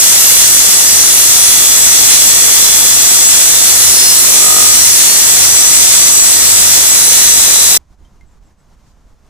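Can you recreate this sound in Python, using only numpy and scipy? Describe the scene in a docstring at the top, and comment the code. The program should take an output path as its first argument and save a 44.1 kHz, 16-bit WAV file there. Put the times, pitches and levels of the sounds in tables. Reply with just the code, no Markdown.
'''A table saw rips a softwood board in a workshop, overloading two nearby microphones. Its teeth scrape
the cut in a pattern that repeats every turn and excite the bending modes of the steel blade, over the hum
of the motor. Midway the feed pauses: the blade runs almost free, speeds up and sets the cabinet buzzing.
Then the scene changes abruptly to a quiet yard: light wind, two ticks, a rustle and a faint bird.'''
import sys
import numpy as np
from scipy import signal
from scipy.fft import rfft, irfft
from scipy.io import wavfile
from scipy.ndimage import uniform_filter1d, map_coordinates

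SR = 44100
rng = np.random.default_rng(int(sys.argv[2]) if len(sys.argv) > 2 else 0)


def dump_mix(stems):
    """Bounce the given channels to the path in sys.argv[1] as a 16-bit WAV at rate SR."""
    frames = np.atleast_2d(stems).T  # one column per channel
    limited = np.clip(frames, -1, 1)  # hard clip at full scale
    pcm = np.round(limited * 32767).astype(np.int16)
    wavfile.write(sys.argv[1], SR, pcm)


N = 409688
T = np.arange(N) / SR
HZ = np.maximum(np.arange(N // 2 + 1) * SR / N, 1)
SAW_END_S, LOADED_SHAFT_HZ = 7.776, 49.1


def undb(db):
    """Amplitude ratio of a level in decibels."""
    return 10 ** (np.asarray(db) / 20)

def unit(x):
    """Normalisation to rms 1."""
    return x / np.sqrt(np.mean(x ** 2))

def curve(table):
    """Linear interpolation of (time [s], value) at every sample."""
    return np.interp(T, *np.transpose(table))

def swell(centre, length):
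    """Raised-cosine window: 0 to 1 and back."""
    return np.cos(np.pi * np.clip((T - centre) / length, -.5, .5)) ** 2

def walk(rate):
    """Low-pass random fluctuation of rms 1, with `rate` new values a second."""
    hold = max(int(SR / rate), 1)
    steps = np.repeat(rng.standard_normal(N // hold + 1), hold)
    return unit(uniform_filter1d(uniform_filter1d(steps, hold), hold)[:N])

def colour(x, spectrum, resonances=()):
    """Spectral shaping by a smooth envelope plus resonance peaks; rms 1."""
    hz, db = np.transpose(spectrum)
    shape_db = np.interp(np.log(HZ), np.log(hz), db)
    for centre, width, lift in resonances:
        shape_db += lift / (1 + (2 * (HZ - centre) / width) ** 2)
    return unit(irfft(rfft(x) * undb(shape_db), N))

def bandpass(x, hz, width, slope):
    """Band-pass filtering with skirts that fall as the power `slope`; rms 1."""
    return unit(irfft(rfft(x) / (1 + (2 * (HZ - hz) / width) ** slope), N))

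def harmonics(turns, table, waver_db, rate):
    """Partials at shaft orders (multiples of the rotation rate), each wavering in level; rms 1."""
    return unit(sum(undb(db + waver_db * walk(rate)) * np.sin(2 * np.pi * (order * turns + rng.random()))
                    for order, db in table))

def per_turn(turns, table):
    """Fourier series in the blade angle, with slight phase drift."""
    return sum(depth * np.cos(2 * np.pi * (order * turns + .06 * walk(12) + rng.random()))
               for order, depth in table)

def tone(cycles, db, lag_rad):
    """Phase difference: a sine reaches the left microphone later than the right."""
    angle = 2 * np.pi * (cycles + rng.random())
    return undb(db) * np.array([np.sin(angle - lag_rad), np.sin(angle)])

def workshop(x, lag_s, room_db, t60_s):
    """Direct sound, delayed on the left, plus an exponentially decaying diffuse field."""
    t = T[:SR // 2]
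    tails = rng.standard_normal((2, len(t))) * np.exp(-np.log(1000) * t / t60_s) * (t > .002)
    tails /= np.sqrt(np.sum(tails ** 2, axis=1, keepdims=True))
    direct = np.array([irfft(rfft(x) * np.exp(-2j * np.pi * HZ * lag_s), N), x])
    return direct + undb(room_db) * signal.fftconvolve(x[None], tails, axes=1)[:, :N]


# Spectrum of the outdoor hush: (frequency [Hz], relative level [dB])
HUSH_SPECTRUM = [(30, -4), (150, 9.5), (350, -3), (1000, -3.5), (1600, -10), (2600, -16.5), (4500, -17.5),
                 (6500, -15), (9500, -24), (15000, -31)]
# Brief dips in its level: (centre time [s], duration [s])
HUSH_DIPS = [(7.86, .14), (7.967, 0.063), (8.403, 0.063), (8.555, 0.1)]
def hush(level_db=-53, dip_db=-7):
    """Ambient noise, partly coherent between the microphones."""
    db = level_db + dip_db * sum(swell(s, length) for s, length in HUSH_DIPS) + 1.32 * walk(28)
    return colour(rng.standard_normal(N) + .61 * rng.standard_normal((2, N)), HUSH_SPECTRUM) * undb(db)

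# Spectrum of the wind: (frequency [Hz], relative level [dB])
WIND_SPECTRUM = [(20, -3), (45, 0.5), (75, -6.5), (130, -26), (300, -26.5), (900, -53), (4000, -75)]
# Strongest gusts: (centre time [s], duration [s], gain [dB])
GUSTS = [(7.92, .07, 7), (8.015, 0.055, 10), (8.207, .16, 4), (8.88, 0.13, 4.5), (9.059, 0.055, 11),
         (9.126, .06, 5)]
def wind():
    """Turbulent pressure fluctuations buffet the microphones, mostly at low frequencies."""
    db = -46.5 + 2.5 * walk(25) + sum(lift * swell(s, length) for s, length, lift in GUSTS)
    rumble = colour(rng.standard_normal(N) + .47 * rng.standard_normal((2, N)), WIND_SPECTRUM)
    return rumble * undb(db) * undb([[-2], [2]])

# Chirps: (onset [s], duration [s], frequency [Hz], level [dB])
CHIRPS = [(8.255, 0.047, 7750, -63), (8.305, .035, 7400, -62), (8.435, .06, 7650, -62.5),
          (8.572, .06, 7750, -65)]
def bird():
    """Frequency modulation: thin tones that glide slightly down, with a fast jitter."""
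    out = np.zeros(N)
    for s, length, hz, db in CHIRPS:
        progress = np.clip((T - s) / length, 0, 1)
        pitch = hz * (1 + .03 * (.5 - progress) + .018 * walk(700))
        out += undb(db) * np.sin(np.pi * progress) * np.sin(2 * np.pi * np.cumsum(pitch) / SR)
    return out

def rustle():
    """Amplitude-modulated treble noise, heard as one soft brush."""
    hiss = colour(rng.standard_normal((2, N)), [(1500, -18), (4000, -2), (7000, 0), (10000, -14)])
    return hiss * swell(centre=8.88, length=.16) * undb(-59 + 2.5 * walk(80))

# Light contacts: (onset [s], level [dB], ring frequency [Hz])
TICKS = [(8.05, -51, 3140), (8.21, -44.5, 2100)]
def ticks():
    """Impact excitation: a broadband crack and one damped mode."""
    out = np.zeros(N)
    for s, db, hz in TICKS:
        age = np.maximum(T - s, 0)
        noise = colour(rng.standard_normal(N), [(1000, -10), (3000, 0), (7500, 0), (11000, -12)])
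        crack = .35 * noise * np.exp(-age / .003)
        ring = np.sin(2 * np.pi * hz * age) * np.exp(-age / .012)
        out += undb(db) * (T > s) * (crack + ring)
    return out

# Envelope of the hum: (time [s], relative level [dB])
HUM_ENVELOPE = [(0.03, -45), (0.26, -50), (0.31, -42), (2.93, -41.5), (2.97, -52), (3.36, -37), (3.4, -51),
                (3.89, -33), (3.96, -46), (4.92, -36), (4.97, -51), (5.08, -35.5), (5.14, -55),
                (5.44, -34.5), (5.68, -42.5), (6.52, -39), (7.7, -42), (7.74, -47.5)]
def motor_hum(turns):
    """Forced vibration at twice the shaft rate, swelling and sinking."""
    db = curve(HUM_ENVELOPE) + 8.5 + 1.6 * walk(8)
    return np.sin(2 * np.pi * (2 * turns + .15 * walk(9))) * undb(db)

# Partials of the motor: (shaft order, relative level [dB])
MOTOR_PARTIALS = [(1, -6), (7, -7), (8, -8), (15, -1), (24, 1), (26, -3), (27, -5), (30, -4), (35, -6)]
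def motor_whirr(turns):
    """A rotating machine radiates harmonics of its shaft rate."""
    return harmonics(turns, MOTOR_PARTIALS, waver_db=3, rate=9) * undb(-30)

# Resonances of table and cabinet: (frequency [Hz], bandwidth [Hz], gain [dB])
CABINET_MODES = [(347.5, 36, 10), (447, 30, 12.5), (597, 28, 12), (650, 30, 8), (750, 26, 18),
                 (1144, 50, 10), (1740, 40, 10), (1987, 40, 20)]
def cabinet(turns, free):
    """Impulse-train excitation: undamped by wood, the blade flicks the cabinet once a turn."""
    flicks = np.exp(-((turns % 1 - .5) / .003) ** 2)
    flicks -= flicks.mean()
    buzz = colour(flicks, [(100, -5), (300, 1), (2200, -4.5), (4000, -13)], CABINET_MODES)
    panel_drone = bandpass(flicks, hz=1243, width=94, slope=2) * swell(centre=4.565, length=.62)
    return buzz * free ** 2 * undb(-19) + panel_drone * undb(-19.5)

# Screeches of the board: (centre time [s], duration [s], shaft order, relative level [dB])
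SCREECHES = [(2.2, 4.5, 69, -21), (7.55, 2.4, 80, -17)]
def board(turns):
    """Forced vibration: the teeth drive the wood in clusters of partials, phase-modulated by the grain."""
    grain = turns + .0018 * walk(140)
    out = 0
    for s, length, order, db in SCREECHES:
        cluster = [(order - 2, -8), (order - 1, -1), (order, 0), (order + 1, -5), (order + 3, -6)]
        out += harmonics(grain, cluster, waver_db=2.5, rate=60) * undb(db + 1.5) * swell(s, length)
    return out

def machine(turns, free):
    """Structure-borne sound: motor, cabinet and board radiate around the blade."""
    body = motor_whirr(turns) + cabinet(turns, free) + board(turns)
    radiated = workshop(body, lag_s=5e-5, room_db=-12, t60_s=.29) * undb([[-1], [1]])
    cabinet_note = tone(15 * turns, db=-32, lag_rad=.97) * np.sqrt(free)  # sings even under light feed
    return motor_hum(turns) + cabinet_note + radiated

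# Spectrum of the air leaving the blade: (frequency [Hz], relative level [dB])
RUSH_SPECTRUM = [(60, -4.5), (400, 0), (1100, -0.5), (1700, -4.5), (2600, -15), (5000, -40.5)]
def air_rush(rub):
    """Flow noise of air and sawdust thrown off the blade, pulsing as it rubs."""
    noise = rng.standard_normal((2, N)) + .47 * rng.standard_normal(N)
    return colour(noise, RUSH_SPECTRUM) * rub * undb(-20.5)

# Flares of the whine: (centre time [s], duration [s], frequency [Hz], gain [dB])
FLARES = [(0.062, 0.22, 5867, 6), (0.275, .35, 11790, 9), (0.341, 0.24, 9844, 5), (1.0, 0.25, 5867, 4),
          (1.168, .35, 9844, 6), (1.481, 0.47, 9844, 5), (2.001, 1.3, 1865, 4), (4.1, 2.7, 9844, 4),
          (4.72, 1.1, 5867, 5), (7.02, 0.19, 5867, 2.5), (7.08, .3, 9844, 6), (7.19, .3, 1865, 7)]
def flare_db(hz):
    """Band-selective gain: components near a flare's frequency swell for a time."""
    return sum(lift * swell(s, length) for s, length, at_hz, lift in FLARES if abs(at_hz - hz) < 400)

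# Blade tones locked to the shaft: (shaft order, relative level [dB], left phase lag [rad])
LOCKED_TONES = [(38, -11, .9), (40, -11, 1.1), (46, -13, 1.4), (57, -9, 1), (93, -8, 1), (116, -4, 1.5),
                (119, -1.5, 1.7), (120, 1, 1.6), (121, -5, 1.5), (135, -1.5, 1.4), (178, -4, 4.5),
                (180, -4, 4.8), (197, -4, 5.1), (198, -2, 5.1), (199, -2, 5.1), (200, 1, 5.2),
                (201, -3, 5.1)]
def locked_tones(turns, yield_db):
    """Frequency locking: the steel plate vibrates at multiples of the shaft rate."""
    shaken = turns + .0003 * walk(130)
    out = 0
    for order, db, lag in LOCKED_TONES:
        level_db = db - 19.5 + yield_db + flare_db(order * LOADED_SHAFT_HZ) + 2.8 * walk(16)
        out += tone(order * shaken, level_db, lag)
    return out

# Lasting modes of the blade: (frequency [Hz], relative level [dB], left phase lag [rad])
BLADE_MODES = [(3575, -16, 1.4), (3690, -17, 1.8), (3880, -16, 1.6), (4025, -15, 1.4), (4332, -12, 1.3),
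               (4765, -12, 1.9), (4810, -10.5, 2), (5120, -11.5, 1.6), (5310, -7.5, 2), (6002, -1.5, 2),
               (6240, -3, 2.9), (6870, -3, 2.7)]
def ringing(free):
    """Normal modes of a steel plate, each wavering, and weaker as the blade runs free."""
    modes = sum(tone(hz * T + .16 * walk(40), db - 14.5 + 5.5 * walk(13), lag)
                for hz, db, lag in BLADE_MODES)
    return modes * (1 - .62 * free)

# Radiation pattern of a blade mode: (shaft order, modulation depth)
BEAM_PATTERN = [(1, 0.45), (2, 0.23), (3, .3), (4, 0.42), (5, .15), (8, .3), (12, .2)]
def beam(turns):
    """Directivity: a mode's lobes turn with the blade and sweep past the microphones."""
    return 1 + per_turn(turns, BEAM_PATTERN)

# Squeals: (centre time [s], duration [s], frequency [Hz], relative level [dB])
SQUEALS = [(.3, .7, 2797, -18), (4.05, 0.34, 5121, -6), (4.055, 0.34, 4333, -11.5), (4.09, .18, 5858, -9),
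           (4.57, .3, 4333, -17), (4.9, .3, 4333, -17), (5.3, .25, 4333, -18)]
def squeals(turns):
    """Resonance: single plate modes build up briefly, loudest as the feed eases."""
    out = 0
    for s, length, hz, db in SQUEALS:
        mode = tone(hz * T + .08 * walk(160), db + 2 * walk(60), lag_rad=1.2)
        out += mode * beam(turns) * swell(s, length)
    return out

def scream(turns, ring_db, hz=7903):
    """Sustained resonance of the blade's dominant mode, modulated by its rotating beam."""
    mode = np.sin(2 * np.pi * (hz * T + .12 * walk(30)))
    beamed = mode * beam(turns) * undb(ring_db + 8 + 2 * walk(18))
    return workshop(beamed, lag_s=8.35e-5, room_db=-18, t60_s=.3) * undb([[1.1], [-1.1]])

def scrape(strike, fresh, size=2048, orders=329):
    """Periodic plus random excitation: the same teeth return every turn, the torn fibres are new."""
    spectrum = np.zeros(size // 2 + 1, complex)
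    spectrum[1:orders + 1] = np.exp(2j * np.pi * rng.random(orders))
    roughness = map_coordinates(irfft(spectrum), [strike % 1 * size], order=3, mode="grid-wrap")
    teeth = colour(roughness, [(500, -10.5), (1200, -5.5), (3000, -.5)])
    return np.sqrt(1 - fresh) * teeth + np.sqrt(fresh) * rng.standard_normal(N)

# Bands in which the teeth sing: (frequency [Hz], bandwidth [Hz], relative level [dB])
TOOTH_BANDS = [(5880, 200, -3.5), (6840, 230, -5.5), (7890, 420, -1), (8770, 170, -6), (9817, 330, -0.5),
               (10680, 400, -7), (11844, 380, 0), (12770, 210, -3.5), (13760, 310, -3), (14730, 350, -12)]
def whine(excitation, yield_db):
    """Spectral broadening: uneven teeth smear their overtones into narrow bands that waver with the grain."""
    out = 0
    for hz, width, db in TOOTH_BANDS:
        register_db = -16.5 if hz < 9300 else -17 if hz < 11300 else -18
        level_db = db + register_db + yield_db + flare_db(hz) + 1.8 * walk(14)
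        out += bandpass(excitation, hz, width, slope=4) * undb(level_db)
    return out

# Spectrum of the rasp: (frequency [Hz], relative level [dB])
RASP_SPECTRUM = [(60, -36), (900, -28), (1600, -14.5), (2500, -11.5), (3600, -10.5), (4600, -6.5),
                 (5500, -4), (6700, -1.5), (7450, -1.5), (8300, -2), (9300, -4), (10500, -7), (12300, -15),
                 (15000, -11)]
# Broad resonances of the blade: (frequency [Hz], bandwidth [Hz], gain [dB])
BLADE_RESONANCES = [(3430, 130, 4), (4060, 170, 3.5), (4940, 140, 0.5), (5890, 150, 3.5), (6600, 92, 2),
                    (6940, 200, 1.5), (8000, 100, 0), (9180, 60, 3), (9770, 150, 1.5)]
def cutting(turns, rub, free, yield_db):
    """Source and filter: the scraping of the teeth is shaped into a broad rasp and a whine."""
    strike = turns + .00048 * (1 - .8 * free) * walk(130)  # the grain shifts each strike
    fresh = np.clip(.55 - .52 * free + .047 * walk(5), .02, .98)  # share of power from torn fibres
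    rasp_drive, whine_drive = (rub * scrape(strike, fresh) for _ in range(2))
    rasp = colour(rasp_drive, RASP_SPECTRUM, BLADE_RESONANCES) * undb(-3 + 2 * walk(45))
    cut = rasp + whine(whine_drive, yield_db)
    return workshop(cut, lag_s=7.8e-5, room_db=1.5, t60_s=.27) * undb([[-2], [-1.3]])

# Pause in the feed: (time [s], freedom of the blade [0 biting, 1 free])
FEED_PAUSE = [(3.4, 0.0074), (4.1, 0.17), (4.33, 0.77), (4.62, 0.83), (4.76, .25), (5.0, 0.19), (5.3, 0)]
# Strength of the blade's dominant mode: (time [s], relative level [dB])
RING_ENVELOPE = [(0, -17.5), (1.5, -17.5), (1.72, -14), (2.8, -14), (3.1, -12.5), (3.6, -12), (4.05, -17),
                 (4.5, -13.5), (5.05, -15), (5.6, -10.5), (6.35, -9.5), (6.95, -15), (7.25, -13),
                 (7.75, -13.5)]
# The warped blade rubs harder at some angles: (shaft order, depth of log amplitude)
BLADE_WARP = [(1, 0.19), (2, 0.22), (3, 0.087), (4, 0.24), (5, .13)]
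def saw():
    """Load coupling: one shaft drives teeth, blade and motor, and speeds up as the load eases."""
    free, ring_db = curve(FEED_PAUSE), curve(RING_ENVELOPE)
    excess_db = ring_db + 14  # ringing above its usual level drags on the shaft
    grain_wander_hz = .02 * walk(3)
    shaft_hz = LOADED_SHAFT_HZ + .72 * free - .012 * excess_db + grain_wander_hz
    turns = np.cumsum(shaft_hz) / SR
    yield_db = -.44 * excess_db * (1 - free)  # the harder the blade rings, the less the teeth whine
    rub = unit(np.exp(per_turn(turns, BLADE_WARP)))
    cut = cutting(turns, rub, free, yield_db) + air_rush(rub)
    blade = scream(turns, ring_db) + ringing(free) + squeals(turns) + locked_tones(turns, yield_db)
    return cut + blade + machine(turns, free)

def scene():
    """Superposition of the sources: first the saw, then abruptly the yard."""
    indoors = saw() * np.clip((SAW_END_S - T) / .0028, 0, 1)
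    yard = (hush() + wind()) * (T > SAW_END_S) + bird() + rustle() + ticks()
    return indoors + yard

def record(dry, ceiling=.92, knee=2.21, cutoff_hz=15250):
    """Saturation flattens the peaks and adds a low intermodulation buzz; a low-pass cuts the top."""
    clipped = ceiling * dry / (1 + np.abs(dry) ** knee) ** (1 / knee)
    return signal.sosfilt(signal.ellip(12, .1, 80, cutoff_hz, fs=SR, output="sos"), clipped)


dry = scene()
out = record(dry)
dump_mix(out)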